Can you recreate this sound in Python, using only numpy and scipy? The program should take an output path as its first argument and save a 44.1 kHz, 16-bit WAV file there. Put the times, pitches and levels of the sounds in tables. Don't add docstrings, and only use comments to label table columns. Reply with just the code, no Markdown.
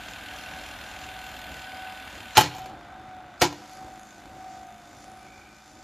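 import sys
import numpy as np
from scipy import signal
from scipy.fft import rfft, irfft
from scipy.io import wavfile
from scipy.ndimage import uniform_filter1d

SR = 44100
rng = np.random.default_rng(int(sys.argv[2]) if len(sys.argv) > 2 else 0)


def unload_audio(sound):
    columns = np.transpose(np.atleast_2d(sound))
    steps = np.round(np.clip(columns, -1, 1) * 32767)
    wavfile.write(sys.argv[1], SR, steps.astype(np.int16))


def convert_level_to_amplitude(level_db):
    exponent = np.asarray(level_db, float) / 20
    return 10 ** exponent


N = 257103
T = np.arange(N) / SR

# time_s, gain_db
NEAR = [(0, 0), (1.5, -1), (2.3, -2), (2.9, -2), (3.38, -3.5), (3.65, -1), (4.6, -2.5), (5.2, -3),
        (5.83, -5)]


def columns(table):
    s, *cols = np.transpose(table)
    return [np.interp(T, s, c) for c in cols]


def colour(x, points, lifts=()):
    hz = np.arange(len(x) // 2 + 1) * SR / len(x) + 1
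    point_hz, point_db = np.transpose(points)
    gain_db = np.interp(np.log(hz), np.log(point_hz), point_db)
    for centre_hz, width_hz, lift_db in lifts:
        gain_db = gain_db + lift_db / (1 + (2 * (hz - centre_hz) / width_hz) ** 2)
    return irfft(rfft(x) * convert_level_to_amplitude(gain_db), len(x))


def band(x, lo_hz, hi_hz):
    return signal.sosfiltfilt(signal.butter(3, [lo_hz, hi_hz], "band", fs=SR, output="sos"), x)


def unit(x):
    return x / np.sqrt(np.mean(x ** 2))


def walk(rate):
    hold = int(SR / rate)
    steps = np.repeat(rng.standard_normal(N // hold + 1), hold)
    return 1.3 * uniform_filter1d(uniform_filter1d(steps, hold), hold)[:N]


def puffs(rate, first_s, decay_s, scatter_db, weak_db):
    turns = np.cumsum(rate) / SR
    turns = turns - turns[int(first_s * SR)]
    cycle = np.floor(turns).astype(int)
    size_db = scatter_db * rng.standard_normal(1000)[cycle % 1000] + weak_db * (cycle % 2)
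    since_s = (turns - cycle) / rate
    return convert_level_to_amplitude(size_db) * np.exp(-since_s / decay_s)


def mode(x, hz, t60):
    pole = np.exp(2j * np.pi * hz / SR - np.log(1000) / (t60 * SR))
    return signal.lfilter([1], [1, -pole], x).imag


def whir(reel, flaps, ticks):
    # frequency_hz, gain_db
    rewind_colour = [(15, -47), (25, 7.5), (71, -1), (154, -10.5), (277, -5.5), (414, -15.5), (745, -8),
                     (1110, -14.5), (1530, -9), (1850, -15), (2690, -14), (5830, -14), (7030, -13),
                     (13000, -20.5), (14900, -17)]
    play_colour = [(15, -36), (25, 7), (65, -1), (146, -3), (206, -9.5), (317, 1), (448, -13), (745, 4.5),
                   (947, -5), (1530, 4.5), (1710, -8), (5530, -20), (6850, -19.5), (13700, -36),
                   (14900, -28)]
    # frequency_hz, width_hz, rewind_lift_db, play_lift_db
    deck = [(308, 160, 0, 0.5), (697, 47, -4, -27), (1324, 9.9, 0, 7), (1470, 260, -0.5, -4.5),
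            (2403, 990, 4.5, 2.5), (2760, 62, 4, -5), (3180, 26, 7, -5), (3580, 140, 2.5, 8.5),
            (7000, 630, 3, 1), (11200, 600, 1, 4), (12900, 710, 2.5, 8)]
    # low_hz, high_hz, rewind_db, idle_db, play_db, tick_depth (ratio), flicker_db
    bands = [(25.2, 804, -48.5, -50, -50.5, 0.23, 2.34), (563, 1860, -47.5, -51.5, -56.5, 2.2, 0.86),
             (1670, 4390, -45.5, -55, -56, 0.88, 0.23), (4290, 7880, -56.5, -64.5, -60, 1.5, 2.4),
             (8450, 16300, -58, -71.5, -66, 1.4, 0.1)]
    flap_depth = [0, .25, .82, .75, .3]
    play_s = 3.42

    noise = rng.standard_normal((4, N))
    rewind = colour(noise[0], rewind_colour, [(hz, width, lift) for hz, width, lift, _ in deck])
    play = colour(noise[1], play_colour, [(hz, width, lift) for hz, width, _, lift in deck])
    sharp_deck = [(hz, width, 2.5 * lift) for hz, width, lift, _ in deck]
    flapping = colour(noise[3] * flaps, rewind_colour, sharp_deck)
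    rings = sum(mode(noise[2] * flaps, hz, .035) for hz in (2740, 3110, 3430, 4200))
    flapping = unit(band(flapping, 600, 15000)) + .6 * unit(rings)

    out = 0
    for (lo, hi, rewind_db, idle_db, play_db, tick_depth, flicker_db), depth in zip(bands, flap_depth):
        fast = unit(unit(band(rewind, lo, hi)) + depth * unit(band(flapping, lo, hi)))
        slow = unit(band(play, lo, hi) * (1 + tick_depth * ticks))
        slow = slow * convert_level_to_amplitude(np.where(T < play_s, idle_db, play_db))
        mixed = reel * convert_level_to_amplitude(rewind_db) * fast + np.sqrt(1 - reel) * slow
        out = out + convert_level_to_amplitude(flicker_db * walk(14)) * mixed
    return out * convert_level_to_amplitude(columns(NEAR)[0])


def tape_flaps():
    # time_s, flaps_per_s
    flap_rate = [(0, 39.85), (1.3, 39.8), (1.8, 39.4), (2.2, 38.8)]
    return puffs(columns(flap_rate)[0], .2105, .0036, scatter_db=1.0, weak_db=0)


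def drum_ticks(speed):
    turns_per_s = 53.45 * speed
    before = puffs(turns_per_s, 2.8105, .0015, scatter_db=2, weak_db=-3)
    after = puffs(turns_per_s, 4.444, .0015, scatter_db=2, weak_db=-2.5)
    return np.where(T < 3.4, before, after)


def swells(reel, flaps, ticks):
    # start_s, end_s, centre_hz, width_hz, level_db (at the height of the swell)
    swell_rows = [(-.5, 1.1, 1570, 250, -51), (0, 1, 10800, 900, -65), (0, 1.1, 5550, 1500, -59),
                  (1.05, 1.7, 12300, 1200, -63), (1.304, 2.2, 4850, 600, -60.5),
                  (2.538, 2.63, 12800, 2400, -60), (2.545, 2.62, 6800, 2000, -55),
                  (3.65, 3.817, 10900, 2200, -64), (3.854, 4.25, 6800, 1400, -60.5),
                  (3.96, 4.07, 10500, 2000, -68), (4.393, 5, 6700, 1600, -66.5),
                  (4.925, 5.3, 10000, 1500, -67), (5.15, 5.66, 2355, 240, -57),
                  (5.6, 5.83, 10200, 1497, -71.5)]
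    noise = rng.standard_normal(N)
    beating = noise * (.2 + np.where(reel > 0, flaps, 1.5 * ticks))
    out = np.zeros(N)
    for start, end, hz, width, db in swell_rows:
        rise_and_fall = np.sin(np.pi * np.clip((T - start) / (end - start), 0, 1))
        source = beating if hz > 4000 else noise
        out += convert_level_to_amplitude(db) * rise_and_fall * unit(band(source, hz - width / 2, hz + width / 2))
    return out


def tones(reel, speed):
    # time_s, whine_db, lower_db (the tone just below it)
    whine_curve = [(0, -55.5, -63), (1.1, -52.5, -65), (1.75, -49.5, -59.5), (2.25, -53, -64.5),
                   (2.49, -56, -65), (2.6, -44.5, -58), (2.8, -48.5, -56), (3.2, -51, -57.5),
                   (3.38, -60.5, -62), (3.8, -51.5, -57.5), (4.5, -49.5, -57), (5.1, -57, -56),
                   (5.83, -62, -79)]
    # pitch_hz, rewind_db, play_db
    gear_tones = [(61, -59, -63), (187, -68, -69), (211.5, -67.5, -60.5), (296.1, -63, -77),
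                  (733, -55.5, -62), (950, -64.5, -70), (1228, -60, -64.5), (1497, -51.5, -76),
                  (1504, -72, -62.5), (1591, -56.5, -76), ]
    whine_db, lower_db = columns(whine_curve)
    turns = np.cumsum(speed) / SR
    beat = np.abs(1 - .9 * np.exp(2j * np.pi * (T - 2.825) / .672))
    out = beat * convert_level_to_amplitude(whine_db + 1.5 * walk(30)) * np.sin(2 * np.pi * 753.7 * turns)
    out += convert_level_to_amplitude(lower_db + 3 * walk(12)) * np.sin(2 * np.pi * 705 * turns)
    near_db = columns(NEAR)[0]
    for hz, rewind_db, play_db in gear_tones:
        db = play_db + reel * (rewind_db - play_db) + near_db + 2.44 * walk(20)
        out = out + convert_level_to_amplitude(db) * np.sin(2 * np.pi * (hz * turns + rng.random()))
    return np.sqrt(2) * out


def lever():
    # start_s, end_s, drive_db (reached at the end, before the crack's colour)
    scrapes = [(2.348, 2.369, -21), (3.403, 3.415, -30)]
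    # frequency_hz, gain_db
    crack_colour = [(710, -8), (1200, 2), (2140, -3.5), (2320, -1), (2530, -1.5), (6880, -8.5), (8000, -17),
                    (10400, -27.5), (17600, -120)]
    crack, panel, case, fizz = np.zeros((4, N))
    after = np.arange(1500) / SR
    blows = contacts()
    rattle = rng.standard_normal((len(blows), 1500)) * (1 - np.exp(-after / 0.00066))
    for (s, crack_db, panel_db, case_db, fizz_db), grit in zip(blows, rattle):
        at = slice(int(s * SR), int(s * SR) + 1500)
        crack[at] += convert_level_to_amplitude(crack_db) * grit * np.exp(-after / 0.0048)
        panel[at] += convert_level_to_amplitude(panel_db) * grit * np.exp(-after / 0.0032)
        fizz[at] += convert_level_to_amplitude(fizz_db) * grit * np.exp(-after / 0.0056)
        case[at] += convert_level_to_amplitude(case_db) * after / 0.0006 * np.exp(-after / 0.00072)
    for start, end, db in scrapes:
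        growth = np.where(T < end, np.clip((T - start) / (end - start), 0, 1), 0)
        crack += convert_level_to_amplitude(db) * rng.standard_normal(N) * growth

    ring = convert_level_to_amplitude(-3.0) * band(panel, 550, 1500) + convert_level_to_amplitude(-22) * band(case, 140, 200)
    ring = ring + chassis(crack, panel, case)
    ring = ring + convert_level_to_amplitude(5.0) * colour(crack, crack_colour) + convert_level_to_amplitude(7.5) * band(fizz, 9300, 16300)
    shiver_s = np.arange(6000) / SR
    shiver = rng.standard_normal(6000) * np.exp(-np.log(1000) * shiver_s / 0.1)
    ring = ring + convert_level_to_amplitude(-32.5) * signal.fftconvolve(ring, shiver)[:N]
    return signal.sosfilt(signal.butter(2, 75, "high", fs=SR, output="sos"), ring)


def contacts():
    # time_s, crack_db (drive), weight_db (panel drive re crack)
    firm = [(2.37, -2.5, -8), (2.3772, -2, 1.5), (2.3801, -6, 5.5), (2.409, -9, -4), (2.5483, -33.5, 4),
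            (2.5817, -33.5, 6), (2.6574, -35, 1), (3.4123, -14.5, -2), (3.4168, -6, -4), (3.4202, -6, 1),
            (3.526, -34, 6)]
    # start_s, first_db (crack drive), fall_db_per_s, weight_db (re crack)
    chatter = [(2.384, -11.5, 214, -5.5), (3.424, -9.5, 391, 1.5)]
    bounces, gap_s, scatter_db = 18, .005, 3.5
    case_db = -12.5

    def fizz_db(s):
        return -21.5 if s > 3 else -18

    rows = [(s, db, db + weight, db + weight + case_db, db + fizz_db(s)) for s, db, weight in firm]
    for start, first_db, fall_db, weight_db in chatter:
        chance = rng.random((bounces, 3))
        late = gap_s * (np.arange(bounces) + chance[:, 0])
        db = first_db - fall_db * late + 2 * scatter_db * (chance[:, 1] - .5)
        panel_db = db + weight_db + 2 * scatter_db * (chance[:, 2] - .5)
        dulling_db = 250 * late
        rows += zip(start + late, db, panel_db, panel_db + case_db, db + fizz_db(start) - dulling_db)
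    return rows


def chassis(crack, panel, case):
    # frequency_hz, stop_db, play_db, t60_s
    modes = [(89, -13, -9, 0.51), (127, -7, -10, 0.48), (157.6, 7.5, 0, 0.164), (295.8, -8, -2.5, 0.43),
             (349.7, 1.5, 16, 0.15), (597, -32, -31, 0.043), (769, -3.5, -6, 0.067),
             (866, 1.5, -1.5, 0.041), (1000, -2.5, -1, 0.019), (1100, -9.5, -6, 0.031), (2545, -3, -4, .22),
             (2230, -3, -19, 0.031), (3130, -2, -24, 0.11), (4500, 7, -21, 0.027), (6850, -14, -3, 0.038)]
    ring = np.zeros(N)
    for hz, stop_db, play_db, t60 in modes:
        if hz < 500:
            drive = convert_level_to_amplitude(-38) * case
        elif hz < 1600:
            drive = convert_level_to_amplitude(-26) * panel
        else:
            drive = convert_level_to_amplitude(-45) * crack
        ring += mode(drive * convert_level_to_amplitude(np.where(T < 3, stop_db, play_db)), hz, t60)
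    return ring


def bumps():
    # time_s, level_db (roughly the peak), pitch_hz
    knocks = [(3.028, -54, 86.1), (3.081, -41, 119), (3.253, -46, 127), (3.841, -39, 88.6)]
    out = np.zeros(N)
    after = np.arange(4000) / SR
    for s, db, hz in knocks:
        shape = np.sin(2 * np.pi * hz * after) * (1 - np.exp(-after / 0.0015)) * np.exp(-after / 0.0073)
        out[int(s * SR):int(s * SR) + 4000] += convert_level_to_amplitude(db + 3.5) * shape
    return out


def room(x):
    t60_s, level_db = 0.77, -23.5
    after = np.arange(int(.6 * SR)) / SR
    noise = rng.standard_normal((2, len(after)))
    fade = np.exp(-np.log(1000) * after / t60_s) * (1 - np.exp(-after / 0.0046))
    treble = 0.67 * band(noise[1], 5900, 19000) * np.exp(-after / 0.32)
    tail = fade * (band(noise[0], 55, 7400) + treble)
    return convert_level_to_amplitude(level_db) * signal.fftconvolve(x, tail / np.sqrt(np.sum(tail ** 2)))[:N]


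def patchy_treble(mono):
    hz, _, spec = signal.stft(mono, SR, nperseg=2048)
    chance = rng.random((40, spec.shape[1] // 2 + 1))
    patch = chance[(hz // 700).astype(int)][:, np.arange(spec.shape[1]) // 2]
    share = np.clip((hz - 3800) / 5500, 0, .88)[:, None]
    turned = spec * (patch < share) * np.exp(2j * np.pi * rng.random(spec.shape))
    return convert_level_to_amplitude(-4.5) * signal.istft(turned, SR, nperseg=2048)[1][:N]


def scene():
    # time_s, pitch_hz
    motor = [(0, 754.5), (2.3, 754), (2.55, 753), (3.05, 752), (3.2, 742), (3.36, 718), (3.55, 745),
             (3.8, 754), (5.83, 754.5)]
    stop_s, coast_s = 2.434, 0.37
    reel = np.clip(1 - (T - stop_s) / coast_s, 0, 1)
    speed = columns(motor)[0] / 753.7
    flaps, ticks = tape_flaps(), drum_ticks(speed)
    running = whir(reel, flaps, ticks) + swells(reel, flaps, ticks)
    clacks = lever()
    mono = running + tones(reel, speed) + clacks + room(clacks) + bumps()
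    side = patchy_treble(running + convert_level_to_amplitude(-6) * clacks)
    return np.array([mono + side, mono - side])


def roll_off(x):
    return signal.sosfilt(signal.butter(12, 15010, fs=SR, output="sos"), x)


def record(dry):
    rounded = np.tanh(dry)
    x = signal.sosfilt(signal.butter(3, 52, "high", fs=SR, output="sos"), rounded)
    mix = signal.sosfilt(signal.ellip(10, .3, 45, 14320, fs=SR, output="sos"), x)
    return roll_off(mix)


dry = scene()
out = record(dry)
unload_audio(out)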